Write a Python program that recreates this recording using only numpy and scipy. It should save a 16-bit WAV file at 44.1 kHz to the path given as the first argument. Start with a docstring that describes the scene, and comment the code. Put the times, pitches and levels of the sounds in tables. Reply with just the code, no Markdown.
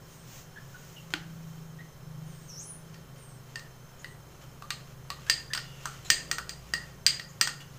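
"""Spoon against a glass bowl

A steel spoon clinks on a hand-held glass bowl of batter in a small hard kitchen: each blow is a noisy clack,
a spoon ring, decaying paired bowl modes and a hollow pock. Grains of noise rub, short gliding tones squeak,
and banded noise drags, swishes and rustles. A crockery knock sounds early on; a bird calls in gliding tones,
a far motor drones in shaft harmonics, and hum, whines and hiss fill the room."""
import sys
import numpy as np
from scipy import signal
from scipy.fft import rfft, irfft
from scipy.io import wavfile
from scipy.ndimage import uniform_filter1d

SR = 44100
rng = np.random.default_rng(int(sys.argv[2]) if len(sys.argv) > 2 else 0)


def inscribe(sig):
    """Save sig as 16-bit PCM at rate SR to the path in sys.argv[1].

    A 1-D sig is mono; a 2-D sig holds one channel per row.
    Samples are clipped to [-1, 1] before scaling.
    """
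    pcm = np.round(np.clip(np.atleast_2d(sig).T, -1, 1) * 32767)
    wavfile.write(sys.argv[1], SR, pcm.astype(np.int16))


N = 343098
T = np.arange(N) / SR


def undb(db):
    """Decibels to gain."""
    return 10 ** (np.asarray(db) / 20)


def unit(x):
    """Scale to rms 1."""
    return x / np.sqrt(np.mean(x ** 2) + 1e-20)


def curve(rows):
    """Interpolate each column of a (t/s, ..) table at every sample."""
    s, *columns = np.transpose(rows)
    return [np.interp(T, s, c) for c in columns]


def on_log(hz, points):
    """Read (f/Hz, value) points on a log-frequency axis."""
    f, value = np.transpose(points)
    return np.interp(np.log(hz + 1), np.log(f), value)


def colour(x, points):
    """Minimum-phase filter with a (f/Hz, level/dB) response: causal, like a struck body."""
    size = 8192
    gain = undb(on_log(np.fft.rfftfreq(size, 1 / SR), points))
    cepstrum = irfft(np.log(gain))
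    # fold the cepstrum to its causal half
    cepstrum[1:size // 2] *= 2
    cepstrum[size // 2 + 1:] = 0
    impulse = irfft(np.exp(rfft(cepstrum)))
    return signal.fftconvolve(x, impulse)[:len(x)]


def band(x, lo_hz, hi_hz, order=2):
    """Butterworth band-pass between two edges."""
    edges_hz = [lo_hz, min(hi_hz, SR / 2 - 1)]
    return signal.sosfilt(signal.butter(order, edges_hz, "band", fs=SR, output="sos"), x)


def narrow_noise(peaks):
    """Noise held in narrow (f/Hz, width/Hz, level/dB) resonances."""
    return sum(undb(db) * unit(band(rng.standard_normal(N), hz - width / 2, hz + width / 2))
               for hz, width, db in peaks)


def walk(rate_hz):
    """Smoothed random walk-like drift, rms 1, with rate_hz new values per second."""
    k = max(int(SR / rate_hz), 1)
    steps = np.repeat(rng.standard_normal(N // k + 1), k)
    return unit(uniform_filter1d(steps, k)[:N])


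def add(track, s, x):
    """Mix x into the track at time s."""
    i = int(s * SR)
    track[..., i:i + x.shape[-1]] += x[..., :N - i]


def fade(t, t60):
    """Free decay by 60 dB in t60."""
    return np.exp(-np.log(1000) * t / t60)


def contact(points, t60, snap):
    """Hard tick and dense short ringing; rows: direct path (rms 1 over 4 ms), room feed of equal energy."""
    t = T[:SR // 8]
    tick = (t == 0) * 1.
    ringing = rng.standard_normal(len(t)) * fade(t, t60)
    direct = colour(ringing + snap * tick, points)
    direct /= np.sqrt(np.mean(direct[:SR // 250] ** 2))
    # the room gathers all directions, so the notches of any one path average out
    spread = colour(tick, points)
    return np.array([direct, spread * np.linalg.norm(direct) / np.linalg.norm(spread)])


def whistle(rows, waver, edge_s):
    """One unsteady, flickering tone gliding along (t/s, f/Hz, level/dB) rows."""
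    s, hz, db = np.transpose(rows)
    t = np.arange(s[0], max(s[-1], s[0] + .01), 1 / SR)
    wobble, flicker = (unit(uniform_filter1d(rng.standard_normal(len(t)), size=k)) for k in (60, 250))
    pitch = np.interp(t, s, hz)
    phase = 2 * np.pi * np.cumsum(pitch * (1 + waver * wobble)) / SR
    octave = undb(-19.5) * np.sin(2 * phase) * (pitch < SR / 6)
    gate = np.clip(np.minimum(t - t[0], t[-1] - t) / edge_s, 0, 1)
    level = undb(np.interp(t, s, db) + 2 * flicker)
    return gate * level * (np.sin(phase) + octave)


def strokes(rows, rise_share):
    """Gain of sliding movements (t/s, length/s, level/dB): each swells, then falls to nothing."""
    gain = 0
    for s, length, db in rows:
        peak_s = s + np.clip(rise_share, .01, .99) * length
        ramp = np.interp(T, [s, peak_s, s + length], [0, 1, 0])
        gain = gain + undb(db) * np.sin(np.pi / 2 * ramp)
    return gain


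def clinks(clack_db, spoon_db, bowl_db, pock_db, pock_t60):
    """Landing point sets which bowl modes ring; pressure raises the low modes, damps all, lowers clack and pock."""
    # blows: t/s, force/dB; re force: brightness/dB, low modes/dB, middle modes/dB, pock/dB; pressure (0-1)
    blows = [(2.9435, -44, -12, -5, -12, -10, .3), (3.5575, -31.5, -6.5, 1, -22, -12, 0),
             (3.594, -41.5, -4, -8, -13, -5, 0.71), (4.0447, -36.5, -14, 4, -20, -24, 0.98),
             (4.623, -44, -9, -16, -12, 12.5, .9), (4.7052, -23, -7.5, -14, -22, -7, .85),
             (5.1029, -28, -9.5, -8.5, -10, 0, 0.92), (5.2982, -14.5, -3.5, -6, 8.5, -19, 0),
             (5.5347, -22.5, -5, -6, 0, -13, 0.5), (5.5496, -25, -6, -12, -19, -.5, 0.1),
             (5.576, -25, -19, -9.5, -11, -5.5, .1), (5.8562, -33, 3, -32, -28, 11, 0.43),
             (6.102, -10.5, -1, -6, 2, -33, 0.069), (6.3136, -20.5, -1.5, -4, -28, -5, 0.42),
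             (6.384, -30.5, -6, -7, -24, 6, 0.127), (6.4936, -32, 1, -6, 9, -16, .5),
             (6.7368, -23.5, -4, 3.5, 4.5, -11, 0.33), (7.065, -12.5, -2, -43, 9.5, -42, .2),
             (7.197, -31, -14, -1.5, -9, -8, 0.47), (7.412, -13, -1.5, -6, 0.5, -11, 0.38),
             (7.474, -24.5, -6, -6, -7.5, 0.5, 0.06)]
    # bowl modes: f/Hz unpressed, t60/s unpressed, relative level/dB, group (0 low, 1 middle, 2 high)
    bowl_modes = [(1818, 0.089, -4.5, 0), (1859, 0.081, -4.5, 0), (2796, 0.047, -11.5, 0),
                  (4815, 0.048, -9, 1), (4830, 0.034, -28.5, 1), (5050, 0.041, -44, 1),
                  (8300, 0.033, -7, 2), (8356, 0.031, -1.5, 2)]
    # clack spectrum: multiple of clack frequency, relative level/dB
    clack_spectrum = [(0.044, -48.5), (.14, -19.5), (.23, -8.5), (.37, 6.5), (.52, 4.5), (.67, 6), (.79, 1),
                      (1, 9.5), (1.2, 3.5), (1.6, -15)]
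    # spoon ring spectrum: f/Hz, relative level/dB
    spoon_spectrum = [(3500, -17), (5100, 0), (6000, 12.5), (7200, 8), (8700, 0), (9400, -15), (10800, -57),
                      (12200, -0.5), (13600, -20), (15300, 1)]
    free_clack_hz, free_pock_hz = 4745, 1434
    # shares at full pressure
    low_mode_rise, ring_time_loss = 0.061, 0.37
    clack_drop, pock_drop = 0.16, 0.22  # grow with pressure squared
    high_modes_db = -7.5  # re brightness
    out, t = np.zeros((2, N)), T[:SR // 2]
    for s, force, bright, low, mid, pock, press in blows:
        press = np.clip(press, 0, 1)

        clack_hz = free_clack_hz * (1 - clack_drop * press ** 2)
        clack_points = [(k * clack_hz, db) for k, db in clack_spectrum]
        add(out, s, undb(force + clack_db) * contact(clack_points, t60=0.032, snap=7.2))

        add(out, s, undb(force + bright + spoon_db) * contact(spoon_spectrum, t60=0.023, snap=2.1))

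        ring = max(1 - ring_time_loss * press, .1)
        levels_db = (low, mid, bright + high_modes_db)
        shifts = (1 + low_mode_rise * press, 1, 1)
        for hz, t60, db, group in bowl_modes:
            k = round(group)
            mode = np.sin(2 * np.pi * hz * shifts[k] * t) * fade(t, t60 * ring)
            add(out, s, undb(force + levels_db[k] + db + bowl_db) * mode)

        # the air in the upturned bowl answers with a short, noisy hollow note
        pock_hz = free_pock_hz * (1 - pock_drop * press ** 2)
        hollow = [(pock_hz / 4, -42), (pock_hz * 0.47, -22), (pock_hz * 0.86, -11),
                  (pock_hz, 0), (pock_hz * 1.18, -9), (pock_hz * 2, -36)]
        add(out, s, undb(force + pock + pock_db) * contact(hollow, t60=pock_t60, snap=19.3))
    return out


def knocks(knock_db, room_db):
    """Dull knock of crockery: a damped blow with no clear note."""
    # blows: t/s, level/dB before knock_db
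    knock_blows = [(1.138, -17.5)]
    # spectrum: f/Hz, relative level/dB
    knock_spectrum = [(150, -39), (230, -32), (315, 6.5), (410, -19), (800, -2.5), (1130, -11.5), (1480, 4),
                      (2050, -5), (3100, -2.5), (3600, -8), (4450, -7.5), (5200, -13.5), (7200, -16),
                      (9500, -28), (15000, -30)]
    out = np.zeros((2, N))
    row_gains = np.array([[1], [undb(room_db)]])
    for s, db in knock_blows:
        add(out, s, undb(db + knock_db) * contact(knock_spectrum, t60=0.023, snap=11) * row_gains)
    return out


def rubbing(grains_per_s, grain_db):
    """Tiny random slips on wet glass, the spoon's singing edge, and the slide of sleeve and hand."""
    # steady rub, before random drift: t/s, level/dB
    rub_level = [(3.4, -68.5), (5.0, -66), (5.5, -61.5), (6.6, -58.5), (7.78, -63)]
    # spectra: f/Hz, relative level/dB
    rub_spectrum = [(600, -4.5), (1200, -1), (2000, -1.5), (3000, 0), (4000, -6.5), (6800, -3.5),
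                    (9000, -15.5), (15000, -16)]
    swish_spectrum = [(1000, -0.5), (3000, 1.5), (4500, -2), (6700, 6), (9000, -7.5), (11500, -13),
                      (15000, 2)]
    # quick rubs, edge drags, sleeve and hand slides: t/s, length/s, level/dB
    scuff_strokes = [(1.102, 0.042, -53), (3.155, 0.088, -61), (4.41, .04, -56.5), (4.871, .07, -63),
                     (5.262, 0.059, -51), (6.045, 0.06, -53), (7.603, 0.024, -51)]
    drag_strokes = [(5.58, .36, -57.5), (7.6, 0.043, -52.5)]
    swish_strokes = [(0, 0.22, -56.5), (.22, 0.23, -49), (.48, 0.65, -56), (1.1, 0.64, -61),
                     (2.1, .6, -60.5)]
    # edge resonances: f/Hz, width/Hz, relative level/dB
    edge_modes = [(2814, 130, 0.5), (2920, 91, 0), (3430, 180, -3)]
    hits = (rng.random(N) < grains_per_s / SR) * rng.standard_normal(N)
    slips = hits * undb(grain_db * np.minimum(rng.exponential(size=N), 4))
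    pressure = undb(curve(rub_level)[0] + 4.1 * walk(11))
    for s, length, db in scuff_strokes:
        pressure = pressure + undb(db) * np.interp(
            T, [s, s + 0.0034, s + 0.0013 + length], [0, 1, .4], right=0)
    edge = unit(narrow_noise(edge_modes)) * strokes(drag_strokes, rise_share=0.21)
    sleeve = unit(colour(rng.standard_normal(N), swish_spectrum)) * strokes(swish_strokes, rise_share=0.64)
    return unit(colour(slips, rub_spectrum)) * pressure + edge + sleeve


def squeaks(squeak_db):
    """The wet spoon sticks and sings for a moment in a short gliding tone."""
    # t/s, start f/Hz, end f/Hz, level/dB before squeak_db
    squeak_tones = [(0.559, 1634, 1724, -46.5), (0.742, 1500, 1462, -50), (0.962, 2960, 2795, -50.5),
                    (1.786, 1854, 2040, -50.5), (3.992, 7000, 6700, -56.5), (5.266, 1580, 1750, -45),
                    (5.503, 1735, 1706, -43.5), (6.046, 4180, 4010, -52), (6.047, 7460, 6860, -50),
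                    (7.285, 6620, 6860, -54)]
    squeak_s = 0.0315
    out = np.zeros(N)
    for s, start_hz, end_hz, db in squeak_tones:
        glide = [(s, start_hz, db + squeak_db), (s + squeak_s, end_hz, db + squeak_db)]
        add(out, s, whistle(glide, waver=0.045, edge_s=0.0024))
    return out


def handling():
    """The hand shifts its grip and turns the bowl: skin on glass, a soft low rustle."""
    # t/s, length/s, level/dB
    grip_strokes = [(4.1, 0.5, -62), (6.12, 0.51, -55)]
    rustle = unit(band(rng.standard_normal(N), 200, 617))
    return rustle * strokes(grip_strokes, rise_share=0.37)


def bird(bird_db):
    """Thin, slightly hoarse calls from outside: falling notes that then hold, and one louder call."""
    # notes: t/s, length/s, level/dB before bird_db
    chirp_notes = [(0.076, 0.17, -65), (2.26, 0.24, -62.5), (3.168, 0.18, -58.5), (4.011, 0.13, -64)]
    # louder call: t/s, f/Hz, level/dB before bird_db
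    loud_call = [(2.47, 6630, -52), (2.51, 5545, -45.5), (2.55, 5370, -48), (2.595, 6320, -38),
                 (2.615, 8300, -50), (2.67, 10500, -47), (2.70, 9560, -37.5), (2.75, 9240, -56)]
    start_hz, end_hz, fall_share = 9300, 8450, .4
    out = np.zeros(N)
    calls = [[(s, start_hz, db), (s + fall_share * length, end_hz, db), (s + length, end_hz, db)]
             for s, length, db in chirp_notes]
    for call in calls + [loud_call]:
        add(out, call[0][0], whistle(call, waver=.024, edge_s=.01))
    return undb(bird_db) * out


def motor(sixth_db, fifth_db, seventh_db, rumble_db, fifth_waver_db):
    """Three wavering shaft harmonics of a far motor over an uneven rumble."""
    # shaft speed: t/s, f/Hz (turns per second)
    shaft_speed = [(0, 26.8), (1.3, 27.3), (2.2, 26.1), (3.0, 26.9), (3.4, 24.8), (5.6, 27.2), (7.78, 27.9)]
    # base level of harmonics 6 and 7, before their offsets and drift: t/s, level/dB
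    line_level = [(0.25, -57.5), (0.76, -57.5), (1.31, -45), (1.82, -48), (1.96, -66), (2.02, -51),
                  (2.21, -41.5), (2.49, -50.5), (2.9, -49.5), (3.23, -59), (7.3, -57)]
    turn = 2 * np.pi * np.cumsum(curve(shaft_speed)[0]) / SR
    base_db, = curve(line_level)
    orders = (5, 6, 7)
    levels_db = fifth_db + fifth_waver_db * walk(4), base_db + sixth_db, base_db + seventh_db
    lines = sum(np.sqrt(2) * undb(db + walk(4.0)) * np.sin(k * turn + 0.36 * walk(5))
                for k, db in zip(orders, levels_db))
    rumble = unit(band(rng.standard_normal(N), 111.3, 160.4, order=3))
    return lines + rumble * undb(rumble_db + walk(3.4))


def room_air(air_db):
    """Wavering mains and appliance hum, thin whines of narrow noise, and a steady hiss."""
    # hiss spectrum: f/Hz, relative level/dB
    air_spectrum = [(20, -3.5), (45, -13.5), (90, -8.5), (200, -11), (300, -17.5), (500, -15.5),
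                    (750, -19.5), (1400, -20.5), (2400, -29.5), (4500, -33.5), (7000, -32.5), (10000, -37),
                    (15300, -33)]
    # mains hum swell: t/s, level/dB re mains_db
    mains_swell = [(0, 1), (3.8, -2.5), (4.8, 3.5), (6.7, 8.5), (7.78, -5)]
    # appliance hum, rms before drift: f/Hz, level/dB
    hum_lines = [(116, -64), (386, -68.5), (540, -72), (1085, -73.5)]
    # whines: f/Hz, width/Hz, level/dB
    whine_peaks = [(3123, 59, -72.5), (4120, 180, -77.5), (5340, 59, -73), (6230, 55, -71.5),
                   (6690, 58, -75.5)]
    mains_hz, mains_db = 61, -65
    air = colour(rng.standard_normal(N), air_spectrum)
    air *= undb(-54 + air_db) / np.std(band(air, 223, 16800))
    mains_level = undb(mains_db + curve(mains_swell)[0] + 2 * walk(3.15))
    mains = mains_level * np.sin(2 * np.pi * mains_hz * T + .4 * walk(3.0))
    hum = sum(undb(db + 0.5 * walk(2.3)) * np.sin(2 * np.pi * hz * T + 0.63 * walk(5))
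              for hz, db in hum_lines)
    return air + np.sqrt(2) * (mains + hum) + narrow_noise(whine_peaks)


def kitchen(x, wet_db, early_db, early_t60, gap_s):
    """Counter and tiles: sparse early reflections and a noise tail with its own decay time in each band."""
    # decay time: f/Hz, t60/s
    room_decay = [(200, 0.5), (1500, 0.39), (4500, 0.27), (8000, 0.45), (15000, 0.1)]
    t = T[:SR * 3 // 4]
    edges_hz = np.geomspace(80, 16000, 9)
    tail = 0
    for lo, hi in zip(edges_hz, edges_hz[1:]):
        noise = band(rng.standard_normal(len(t)), lo, hi, order=3)
        tail = tail + noise * fade(t, on_log(np.sqrt(lo * hi), room_decay))
    early = rng.standard_normal(len(t)) * (rng.random(len(t)) < .06) * fade(t, early_t60)
    onset = np.clip(t / gap_s - .5, 0, 1)  # silent for gap_s / 2, full at 1.5 gap_s
    response = sum(undb(db) * part * onset / np.linalg.norm(part * onset)
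                   for db, part in ((wet_db, tail), (early_db, early)))
    return signal.fftconvolve(x, response)[:N]


def scene():
    """Sounds at the bowl are mostly direct; the bird arrives with more of the room."""
    blows = clinks(clack_db=-4.5, spoon_db=-4.0, bowl_db=0.5, pock_db=-7.5, pock_t60=0.088)
    direct, spread = blows + knocks(knock_db=-4.5, room_db=-4.0)
    friction = rubbing(grains_per_s=7000, grain_db=1.2) + squeaks(squeak_db=1.5)
    near_room = kitchen(spread + friction, wet_db=-8.5, early_db=-11.5, early_t60=0.11, gap_s=0.0083)
    near = direct + friction + near_room + handling()
    calls = bird(bird_db=-3.0)
    far = calls + kitchen(calls, wet_db=0.5, early_db=-11, early_t60=0.086, gap_s=0.0036)
    drone = motor(sixth_db=-0.5, fifth_db=-56.5, seventh_db=-16, rumble_db=-56.5, fifth_waver_db=3.5)
    return (near + far + drone + room_air(air_db=-2.0))[None]


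def record(dry):
    """Soft saturation rounds the sharpest peaks; a steep elliptic low-pass cuts the top."""
    rounded = 1.6 * np.tanh(dry / 1.6)
    return signal.sosfilt(signal.ellip(12, .2, 70, 15500, fs=SR, output="sos"), rounded)


dry = scene()
out = record(dry)
inscribe(out)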